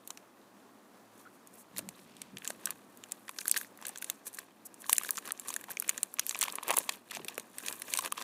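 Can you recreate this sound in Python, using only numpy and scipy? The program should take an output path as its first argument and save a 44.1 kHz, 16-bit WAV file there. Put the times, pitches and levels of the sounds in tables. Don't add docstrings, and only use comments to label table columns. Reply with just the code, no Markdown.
import sys
import numpy as np
from scipy import signal
from scipy.fft import rfft, irfft, next_fast_len
from scipy.io import wavfile
from scipy.ndimage import uniform_filter1d

SR = 44100
rng = np.random.default_rng(int(sys.argv[2]) if len(sys.argv) > 2 else 0)


def boost_factor(decibels):
    exponent = np.asarray(decibels, float) / 20
    return 10 ** exponent


def wrap_up_sound(samples):
    columns = np.atleast_2d(samples).T
    tamed = np.clip(columns, -1, 1)
    steps = np.round(tamed * 32767).astype(np.int16)
    wavfile.write(sys.argv[1], SR, steps)


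N = 362943

SEAM_HZ = 2620


def level(x, db):
    return x * boost_factor(db) / np.sqrt(np.mean(x ** 2))


def colour(x, points):
    hz, db = np.transpose(points)
    size = next_fast_len(len(x))
    f = np.arange(size // 2 + 1) * SR / size + 1
    gain = boost_factor(np.interp(np.log(f), np.log(hz), db)) * np.minimum(f / hz[0], 1) ** 4
    return irfft(rfft(x, size) * gain, size)[:len(x)]


def ring(x, hz, width):
    return signal.lfilter(*signal.iirpeak(min(hz, SR / 2.5), hz / width, fs=SR), x)


def crest(x, db, ms):
    power = uniform_filter1d(np.abs(signal.hilbert(x)) ** 2, max(int(ms * SR / 1000), 1))
    return x * boost_factor(db) / np.sqrt(power.max())


def add(out, s, x):
    i = int(np.clip(s * SR, 0, N - 1))
    out[i:i + len(x)] += x[:N - i]


def bumps(table):
    t = np.arange(N) / SR
    return sum(boost_factor(db) * np.exp(-((t - s) / length) ** 4) for s, db, length in table)


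def grains(rate, scatter_db, smear_ms):
    sizes = boost_factor(scatter_db * np.minimum(rng.exponential(size=N), 3))
    hits = (rng.random(N) < rate / SR) * sizes
    fade = np.exp(-1000 / (smear_ms * SR))
    power = signal.lfilter([1], [1, -fade], hits ** 2)
    return rng.standard_normal(N) * np.sqrt(power + 0.15)


def creases():
    # start_s, peak_db, centre_hz, mid_share_db
    sharp_creases = [(1.7828, -20, 11200, -8.5), (1.79, -23.5, 9200, -4.5), (2.4761, -18.5, 6900, -8),
                     (2.6566, -15, 7660, -15), (2.706, -21.5, 10600, -8.5), (3.12, -19.5, 8240, -15.5),
                     (3.3863, -25.5, 6100, -11), (3.4807, -10.5, 11200, -17), (3.496, -23.5, 7300, -8),
                     (3.514, -5, 8560, -24), (3.567, -23.5, 8200, 2), (3.5701, -24, 9000, 1),
                     (3.5753, -17, 10700, -14), (3.8677, -22, 9300, -13), (4.0235, -26, 11600, -3),
                     (4.044, -25, 7840, -10), (4.0997, -17, 8950, -7.5),
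                     (4.896, -12, 7000, -10.5), (4.9296, -4, 8800, -12), (4.9208, -30, 10500, -14),
                  (4.982, -8.5, 7500, -23), (5.0345, -25.5, 11000, -7.5), (5.1073, -9.5, 11600, -33),
                  (5.1716, -22.5, 6500, -18), (5.1846, -25, 7950, -6), (5.3202, -17, 9800, -54),
                  (5.3969, -26, 9300, -15.5), (5.4837, -25, 8100, -9), (5.4905, -24, 8200, -30),
                  (5.5044, -24.5, 7100, -7), (5.54, -23.5, 8000, -7.5), (5.5633, -18, 8700, -12.5),
                  (5.7993, -13.5, 10000, -32), (5.893, -11.5, 6560, -30), (5.8973, -19.5, 9400, -5.5),
                  (5.9779, -22, 7460, -11), (6.0316, -9, 8200, -17), (6.14, -28.5, 11100, -23),
                  (6.195, -11.5, 6300, -5.5),
                     (6.2656, -19.5, 11200, -13.5), (6.2935, -17, 6600, -14.5), (6.3095, -25, 6800, -0.5),
                  (6.39, -22.5, 11300, -17), (6.4118, -12.5, 8600, -6), (6.4168, -17, 6450, -16),
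                  (6.4277, -14.5, 7700, -5), (6.436, -19.5, 7240, 6), (6.5553, -19, 10700, -14.5),
                  (6.681, -21, 11000, -14), (6.6883, -24, 10000, -6), (6.706, -15, 9300, -0.5),
                  (6.7701, -11.5, 10600, -11.5), (6.786, -7.5, 12400, -21), (6.893, -15, 8840, 5.5),
                  (7.2832, -25.5, 11100, 2), (7.379, -23, 9500, -11), (7.584, -24, 8200, -13.5),
                  (7.6837, -20, 7700, 1.5), (7.9377, -13.5, 7550, -8.5), (7.9739, -14.5, 8550, -9),
                  (7.989, -16.5, 7800, -3), (8.0593, -23.5, 9100, -5), (8.1227, -18, 10700, -23)]
    # start_s, peak_db
    thin_ticks = [(0.0754, -28), (1.473, -38.5), (1.771, -34), (2.9732, -39), (3.411, -29), (3.4562, -32),
                  (3.613, -28), (3.8827, -26.5), (3.8917, -28), (3.975, -30.5), (3.984, -30), (4.3458, -33),
                  (4.372, -35), (4.389, -27), (4.667, -42), (4.7426, -37.5), (4.8194, -36), (4.9034, -29),
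                  (4.9156, -40), (5.048, -33), (5.0752, -40), (5.091, -28), (5.6117, -32), (5.705, -29),
                  (5.7168, -26.5), (5.8228, -26), (5.879, -28), (6.2795, -42), (6.5239, -27.5),
                  (7.726, -26)]
    # start_s, peak_db
    plain_ticks = [(0.105, -27), (1.889, -28.5), (2.2175, -28), (2.3835, -36), (2.4464, -29.5),
                   (2.504, -27), (2.672, -32), (3.113, -40), (4.865, -35.5), (5.0578, -42), (5.157, -33),
                   (5.2545, -32), (5.2756, -31.5), (5.289, -36), (5.307, -38), (5.376, -39.5),
                   (5.641, -35.5), (6.4394, -22), (6.452, -31), (6.633, -26.5), (6.7274, -29),
                   (6.7383, -28), (6.9225, -37), (7.112, -29.5), (7.1497, -28), (7.2468, -30.5),
                   (7.3973, -29), (7.8198, -25), (8.0085, -31), (8.048, -27.5)]
    # start_s, peak_db
    dull_ticks = [(0.1738, -35), (1.764, -36), (2.1673, -42.5), (2.37, -38), (2.452, -36), (3.038, -32.5),
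                  (3.28, -39), (3.2926, -26), (3.363, -45), (3.5421, -29), (3.774, -51), (3.825, -38),
                  (3.8535, -26.5), (3.9586, -33), (5.528, -34), (5.77, -30), (6.1866, -38), (6.483, -29.5),
                  (7.17, -32), (7.663, -27.5), (7.952, -28), (8.0762, -33.5), (8.177, -29.5)]
    # centre_hz, mid_share_db
    tick_kinds = [
        (9800, -16.5),
        (8200, -4.5),
        (6800, 0),
    ]
    snap_ms, tick_ms, tick_scatter_db = 2.6, 2.75, 1.4
    longer_per_share_db, quicker_per_peak_db = 0.1256, 0.32
    rows = []
    for s, db, hz, mid_db in sharp_creases:
        stretch_db = longer_per_share_db * (mid_db + 13.0) - quicker_per_peak_db * (db + 21.5)
        rows.append((s, db, hz, mid_db, snap_ms * boost_factor(stretch_db)))
    for ticks, (hz, mid_db) in zip((thin_ticks, plain_ticks, dull_ticks), tick_kinds):
        scatter = boost_factor(tick_scatter_db * rng.standard_normal(len(ticks)))
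        rows += [(s, db, hz * k, mid_db, tick_ms) for (s, db), k in zip(ticks, scatter)]
    return rows


def snaps(edge=9.5, rise=0.049, focus_db=13.5, tail_db=-24, tail_ms=6.4):
    out, ms = np.zeros(N), np.arange(2048) * 1000 / SR
    high = signal.butter(3, 5200, "high", fs=SR, output="sos")
    rows = creases()
    chance = rng.standard_normal((len(rows), 3, len(ms)))
    for (s, db, hz, mid_db, length), (a, b, grain) in zip(rows, chance):
        cracks = boost_factor(8.775 * uniform_filter1d(grain, size=9))
        onset = (1 - np.exp(-ms / (rise * length))) ** 2
        decay = np.exp(-ms / (0.94 * length)) + 2.92 * np.exp(-ms / .5)
        tail = boost_factor(tail_db) * np.exp(-ms / tail_ms)
        shape = onset * (cracks * decay + tail)
        bright = signal.sosfilt(high, a * shape + edge * (ms == 0))
        bright = bright + boost_factor(focus_db) * ring(bright, hz, 0.48 * hz)
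        bright = bright + ring(bright, hz * boost_factor(2 * a[-1]), 810)
        delay_s = 0.00043 * boost_factor(4 * np.tanh(b[-1]))
        bright = bright + .5 * np.roll(bright, int(SR * delay_s))
        mid = ring(ring(b * shape, 3000, 5000), 2700, 5500)
        add(out, s, crest(level(bright, 0) + level(mid, mid_db), db, 0.38))
    return out


def struck():
    # start_s, peak_db
    bar_knocks = [(1.79, -36), (1.889, -40), (2.5033, -30.5), (6.689, -29.5), (6.706, -23), (6.779, -25),
                  (7.17, -29), (7.3799, -27)]
    # start_s, peak_db
    wide_knocks = [(0.104, -36), (2.6948, -36), (2.7057, -38), (3.2932, -32.5), (3.825, -35.5),
                   (4.895, -20), (5.013, -31.5), (5.179, -26), (5.1834, -32), (5.307, -29), (5.5037, -33),
                   (6.3554, -29.5), (6.428, -24.5), (6.4816, -28), (6.585, -23.5), (6.629, -31.5),
                   (6.6814, -29), (6.697, -18), (6.7049, -19), (6.7125, -19), (6.74, -27), (6.768, -28),
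                   (6.7776, -21.5), (6.891, -26.5), (7.951, -30.5), (7.9881, -25.5), (8.06, -29),
                   (8.077, -46), (8.1233, -21.5), (8.1796, -26.5)]
    # start_s, peak_db
    end_knocks = [(2.452, -34.5), (2.657, -39), (2.6721, -28), (3.282, -36), (3.388, -31), (3.4557, -29),
                  (3.4795, -34), (3.543, -33), (3.5628, -22), (3.6129, -32), (3.647, -39), (3.851, -34.5),
                  (3.959, -35.5), (4.025, -33.5), (4.099, -34), (4.387, -29.5), (4.8428, -37),
                  (4.9303, -29), (5.0478, -31), (5.0906, -25), (5.5635, -27.5), (5.64, -36.5),
                  (5.7057, -42), (5.981, -34.5), (7.117, -31.5), (7.38, -33), (7.586, -35.5), (7.662, -45)]
    # start_s, peak_db
    flap_knocks = [(2.2186, -46), (2.3704, -34), (2.4772, -39), (3.4144, -35.5), (4.9818, -26.5),
                   (5.771, -26), (5.825, -35.5), (5.8926, -26), (6.031, -45), (6.187, -29.5), (6.1958, -50),
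                   (6.347, -26.5), (6.419, -35), (6.438, -30), (7.2851, -37), (7.683, -34), (7.818, -51),
                   (7.9379, -24)]
    # time_s, pitch_hz
    wide_pitch = [(0, 1040), (4.9, 1093), (5.18, 1330), (5.5, 1060), (6.45, 1000), (6.71, 930),
                  (7.99, 1090), (8.12, 1110)]
    bar_scatter, wide_scatter, end_scatter, flap_scatter = (1.2, .25, .3, .4)
    rows = [(s, db, np.interp(s, *np.transpose(wide_pitch)), wide_scatter) for s, db in wide_knocks]
    rows += [(s, db, 595, bar_scatter) for s, db in bar_knocks]
    rows += [(s, db, 1630, end_scatter) for s, db in end_knocks]
    rows += [(s, db, 2405, flap_scatter) for s, db in flap_knocks]
    return sorted(rows)


def knocks(cycles=4.7, push_ms=1.65, partner_db=-9, thud_db=-16):
    out, ms = np.zeros(N), np.arange(1024) * 1000 / SR
    rows = struck()
    chance = rng.standard_normal((len(rows), len(ms)))
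    for (s, db, hz, scatter_db), a in zip(rows, chance):
        hz = hz * boost_factor(scatter_db * np.clip(a[-2], -1.5, 1.5))
        push = (a + 8.4 * (ms == 0)) * np.exp(-ms / push_ms)
        soft = ring(push, hz, 2.0 * hz)
        partner = ring(ring(soft, hz * 2.18, 1.6 * hz), hz * 2.28 * boost_factor(0.7 * a[-1]), hz / 0.7)
        thud = ring(ring(push, 646, 630), 280, 640)
        main = ring(soft, hz, 200 + hz / cycles / 3)
        add(out, s, crest(level(main, 0) + level(partner, partner_db) + level(thud, thud_db), db, 0.8))
    return out


def effort(column):
    # peak_s, crackle_db, rustle_db, fall_ms (time to fall 10 dB)
    finger_moves = [(.094, -63, -71, 60), (1.193, -62.5, -70, 55), (1.55, -66.5, -70, 65), (1.781, -53, -53, 28),
                    (1.985, -68, -68.5, 252), (2.47, -57.5, -59, 91), (2.675, -56, -54.5, 70),
                    (3.1, -68, -72.5, 402), (3.398, -57.5, -64, 94), (3.48, -49, -65, 56),
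                    (3.574, -43.5, -49, 40.5), (3.877, -57, -54, 66), (4.09, -55.5, -59, 60),
                    (4.271, -41.5, -54.5, 13), (4.38, -60.5, -58, 66),
                    (4.83, -69, -63, 120), (4.923, -42, -56, 50), (5.06, -49.5, -56.5, 120),
               (5.164, -58, -67, 33), (5.277, -60.5, -53.5, 60), (5.498, -54, -53.5, 106),
               (5.711, -49, -46, 19), (5.899, -55.5, -56, 175), (6.206, -66, -71, 32), (6.29, -50, -63, 90),
               (6.429, -51.5, -50.5, 115), (6.507, -66, -54, 71), (6.7, -55, -42, 57),
               (6.781, -44.5, -48, 57), (6.917, -51.5, -49, 38), (7.15, -56, -54, 68),
               (7.297, -58.5, -55, 49), (7.4, -64.5, -63, 76), (7.59, -75, -71, 55),
               (7.683, -48, -48.5, 109), (7.909, -47, -48.5, 60), (7.972, -45.5, -55.5, 48),
               (8.051, -44.5, -40.5, 20), (8.171, -57, -59, 45), (8.215, -50, -48, 52)]
    # crackle_db, rustle_db
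    rest = (-79.5, -74.5)
    rise_share = 0.72
    t = np.arange(0, N, 32) / SR
    power = boost_factor(rest[column]) ** 2
    for s, *db, ms in finger_moves:
        away = np.where(t < s, (s - t) / rise_share, t - s) * 1000 / ms
        power = power + boost_factor(db[column] - 10 * away) ** 2
    return np.interp(np.arange(N) / SR, t, np.sqrt(power))


def handling():
    # freq_hz, level_db (per Hz)
    foil_colour = [(5000, -11), (6500, -2.5), (9500, 3.5), (12500, 1), (15500, -7)]
    # pitch_hz, width_hz, level_db
    panel_modes = [
        (1060, 260, 9.5),
        (1603, 290, 6),
        (2350, 160, 2),
        (594, 380, -0.5),
    ]
    # centre_s, level_db, length_s
    slide_moves = [(1.35, -67, 0.022), (1.6, -56.5, 0.028), (4.019, -45, .004), (4.349, -47, .006),
                   (4.662, -44.5, 0.01), (4.81, -52.5, 0.0091), (4.967, -33, .0025)]
    t = np.arange(N) / SR
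    wide = colour(grains(260, 4.0, 1.0), foil_colour)
    busy_db = uniform_filter1d(rng.standard_normal((4, N)), size=1600) * 120
    patches = []
    for hz, walk_db in zip((3720, 6500, 9500, 12800), busy_db):
        patch = ring(ring(grains(160, 3.9, 1.0), hz, 0.52 * hz), hz, 0.5 * hz)
        patches.append(boost_factor(walk_db) * level(patch, 0))
    crackle = level(wide, -0.22) + level(sum(patches[1:]), -0.74)
    rub = grains(220, 3.95, 1.66)
    held_hz = np.interp(t, *np.transpose(struck())[::2])
    rustle = np.zeros(N)
    for hz, width, db in panel_modes:
        octaves_away = np.abs(np.log2(hz / held_hz))
        rustle += boost_factor(db - 3.2 * octaves_away) * ring(rub, hz, width)
    shift = ring(ring(rub, 460, 970), 380, 660)
    rustle = level(rustle, 1.6) + level(shift, -4.5)
    slide = level(colour(rng.standard_normal(N), foil_colour), 0) * bumps(slide_moves)
    foil_gain, panel_gain = effort(0), effort(1)
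    shared = level(patches[0], -5.5) * np.sqrt(foil_gain * panel_gain)
    return crackle * foil_gain + rustle * panel_gain + shared + slide


def pops(edge=2.2):
    # start_s, peak_db, pitch_hz
    panel_pops = [(1.7645, -42, 1680), (2.42, -44, 1670), (2.5045, -33, 1500), (3.2935, -37, 1800),
                  (3.4148, -42, 1740), (7.199, -39.5, 380), (3.789, -44.5, 1690), (3.814, -46, 920),
                  (3.8956, -40.5, 820), (7.118, -37, 1900), (4.8579, -44.0, 1130), (4.9072, -42.0, 1700),
                  (4.9815, -27, 1730), (5.035, -38, 1770), (5.2565, -45.0, 1400), (5.2893, -35, 1630),
                  (5.3075, -33, 1900), (5.4842, -39, 1080), (5.6119, -43, 1670), (5.6847, -39, 1040),
                  (5.693, -39, 850), (5.8233, -33.5, 1480), (5.8928, -22, 1810), (5.9109, -44, 1710),
                  (6.1402, -46, 1100), (6.1863, -36, 1190), (6.3255, -43, 1170), (6.4358, -30, 1920),
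                  (6.4518, -36, 1080), (6.4752, -40.5, 1780), (6.4952, -41.5, 980), (6.534, -38, 970),
                  (6.6098, -44, 1000), (6.7987, -43, 870), (7.3795, -30, 1970), (7.1929, -41, 1030),
                  (7.2944, -43, 870), (7.6037, -44.5, 1700), (7.7251, -42.0, 1660), (7.251, -42, 380),
                  (8.0239, -40.0, 860), (8.0766, -39.0, 1140), (8.2142, -34, 1140), (8.2224, -39, 1800)]
    # start_s, peak_db, pitch_hz
    seam_pops = [(2.4201, -43, 2600), (3.2815, -44, 2600), (3.3876, -28, 4300), (3.4074, -40, 4100),
                 (3.4739, -36, 4300), (3.5221, -32, 4700), (3.6316, -47.5, 2600), (8.193, -40, 4000),
                 (4.9569, -35, 3000), (4.9976, -39, 2500), (5.0219, -41, 2400), (5.3913, -47, 2500),
                 (5.6928, -45, 2700), (5.8441, -41, 2500), (5.8882, -30, 2460), (5.9113, -40, 2500),
                 (5.9434, -43, 2500), (6.1682, -44.0, 2500), (6.2726, -44.0, 4300), (6.325, -46, 2400),
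                 (6.356, -34, 2400), (6.4178, -26.5, 2500), (6.4572, -37, 2500), (6.4644, -41, 3600),
                 (6.4771, -44.0, 2200), (6.4816, -32, 2300), (6.4929, -37, 2400), (6.6885, -33, 2720),
                 (6.7449, -39.5, 2400), (6.7125, -31, 2300), (6.9216, -44, 2400), (6.9378, -41, 3000),
                 (6.942, -46.0, 2800), (7.0992, -46, 2800), (7.1086, -36, 2800), (7.1604, -36, 2900),
                 (7.1955, -41.5, 2700), (7.2179, -45, 3000), (7.2946, -45, 2500), (7.5934, -47.5, 2900),
                 (7.603, -44.0, 3000), (7.7254, -36, 4100), (7.9649, -34.5, 2400), (8.0235, -43.5, 4200),
                 (8.0381, -33, 3900), (8.1177, -41, 3800), (8.1728, -39, 3500), (8.187, -37, 3400),
                 (8.2135, -44, 2300), (8.2224, -38.5, 3500)]
    # start_s, peak_db, pitch_hz
    foil_pops = [(2.4881, -42.0, 8300), (2.4993, -35.0, 10100), (3.3125, -40, 12000), (3.4072, -39, 7800),
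                 (3.4148, -41.5, 8100), (3.472, -36, 12300), (3.814, -45, 11000), (3.6315, -42.0, 10400),
                 (3.7749, -42, 12000), (4.3303, -40.5, 11900), (4.339, -38, 9200), (6.781, -25, 11000),
                 (4.948, -33, 8800), (4.9158, -37, 11100), (5.058, -36, 9200), (5.1781, -33, 6000),
                 (5.2604, -38, 10100), (5.2681, -40, 5900), (5.2951, -44.5, 7300), (6.355, -35, 6600),
                 (5.7003, -36, 11600), (5.7331, -44.0, 6900), (5.8876, -42.5, 5800), (5.71, -34, 12000),
                 (6.347, -34, 6500), (5.475, -38, 9500), (6.7425, -30, 10200), (6.3656, -36, 10700),
                 (6.4957, -41, 12800), (6.6285, -42, 9000), (6.767, -24.5, 8500), (6.673, -41.0, 11100),
                 (6.7455, -38.0, 7800), (6.8317, -37, 8600), (6.9232, -39, 9700), (6.9569, -41, 10700),
                 (6.712, -28, 11500), (7.165, -37, 5800), (7.2994, -43.0, 10700), (7.344, -41, 9300),
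                 (7.3539, -43, 6800), (7.6722, -38.0, 9500), (7.7982, -35, 11900), (7.932, -42, 7000),
                 (8.023, -31, 11600), (8.183, -40, 11300), (8.2136, -36.0, 7200), (8.2228, -32, 6300)]
    # start_s, peak_db, pitch_hz
    panel_rings = [(3.566, -27.5, 1640), (5.094, -36.5, 1110), (5.705, -41, 1520), (6.734, -33, 1160),
                   (7.99, -28.5, 1050), (8.041, -35, 1020), (9.3, -36.5, 1060), (7.70, -42, 1050),
                   (5.276, -40, 1280), (6.719, -33, 930)]
    # start_s, peak_db, pitch_hz
    corner_pops = [(2.371, -33, 3100), (1.7725, -34, 4000), (2.4525, -35, 4000), (7.2855, -33, 3400),
                   (5.54, -32, 4200), (6.5, -30, 4200), (4.966, -34, 4000)]
    # decay_ms, width_share (of pitch)
    pop_kinds = [
        (1.34, 0.31),
        (2.2, 0.41),
        (1.6, .6),
        (3.3, .17),
        (1.27, 0.59),
    ]
    out, ms = np.zeros(N), np.arange(1024) * 1000 / SR
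    tables = (panel_pops, seam_pops, foil_pops, panel_rings, corner_pops)
    for table, (decay_ms, share) in zip(tables, pop_kinds):
        chance = rng.standard_normal((len(table), len(ms)))
        for (s, db, hz), a in zip(table, chance):
            burst = (a + edge * (ms == 0)) * np.exp(-ms / decay_ms)
            soft = ring(burst, hz, min(3 * share * hz, SR / 4))
            add(out, s, crest(ring(soft, hz, share * hz), db, 0.87))
    return out


def drags():
    # centre_s, level_db, length_s
    drag_moves = [(2.18, -65, 0.14), (1.987, -61, .012), (3.98, -66.5, 0.17), (6.225, -56.5, .022),
                  (7.15, -47, 0.019)]
    rub = grains(600, 1.8, 1.2)
    seam = ring(rub, SEAM_HZ, 590) + 0.6 * ring(rub, 3600, 2500)
    return level(seam, 0) * bumps(drag_moves)


def squeak():
    # centre_s, level_db, half_length_s, pitch_hz
    s, db, length, hz = (1.265, -50, .011, 1380)
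    waver = 1 + 0.077 * np.cos(2 * np.pi * 55 * (np.arange(N) / SR - s) + np.pi)
    rough = boost_factor(5.1 * level(uniform_filter1d(rng.standard_normal(N), size=100), 0))
    tone = np.sin(2 * np.pi * np.cumsum(hz * waver) / SR)
    return rough * tone * bumps([(s, db + 0.5, length)])


def brushes():
    # centre_s, level_db, length_s
    hand_brushes = [
        (1.824, -55, 0.088),
        (2.345, -52.5, 0.031),
        (2.35, -64.5, 0.63),
        (7.21, -58.5, 0.063),
    ]
    noise = rng.standard_normal((2, N))
    low = ring(ring(noise[0], 197, 100), 195, 155)
    low = low + 0.16 * ring(ring(noise[1], 75, 60), 115, 60)
    return level(low, 0) * bumps(hand_brushes)


def room():
    # freq_hz, level_db (per Hz)
    room_colour = [(30, -42), (75, -28), (92, -43), (111, -10), (140, -23.5), (200, -4), (285, -5),
                   (420, -10), (1100, -13), (2600, -27), (16000, -34)]
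    sway = uniform_filter1d(rng.standard_normal(N), size=6000) * 6000 ** .5
    return level(colour(rng.standard_normal(N), room_colour), -60) * boost_factor(1.06 * sway)


def scene():
    wrapper = snaps() + knocks() + handling()
    wrapper = wrapper - 0.5 * ring(wrapper, 1396, 155)
    wrapper = wrapper - 0.48 * ring(wrapper, 5035, 560)
    wrapper = wrapper + 0.34 * ring(wrapper, SEAM_HZ, 190)
    return (wrapper + squeak() + brushes() + room() + drags() + pops())[None]


def band_limit(x):
    return signal.sosfilt(signal.butter(12, 17320, fs=SR, output="sos"), x)


def record(dry):
    round_off, top_hz, steady_top_hz = .8, 16700, 15500
    dry = round_off * np.tanh(dry / round_off)
    full, steady = (signal.sosfiltfilt(signal.ellip(8, .1, 45, hz, fs=SR, output="sos"), dry)
                    for hz in (top_hz, steady_top_hz))
    top = full - steady
    loud = uniform_filter1d(top ** 2, size=256) > boost_factor(-62) ** 2
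    gate = uniform_filter1d(1. * loud, size=128)
    return band_limit(steady + boost_factor(-19.0) * gate * top)


dry = scene()
out = record(dry)
wrap_up_sound(out)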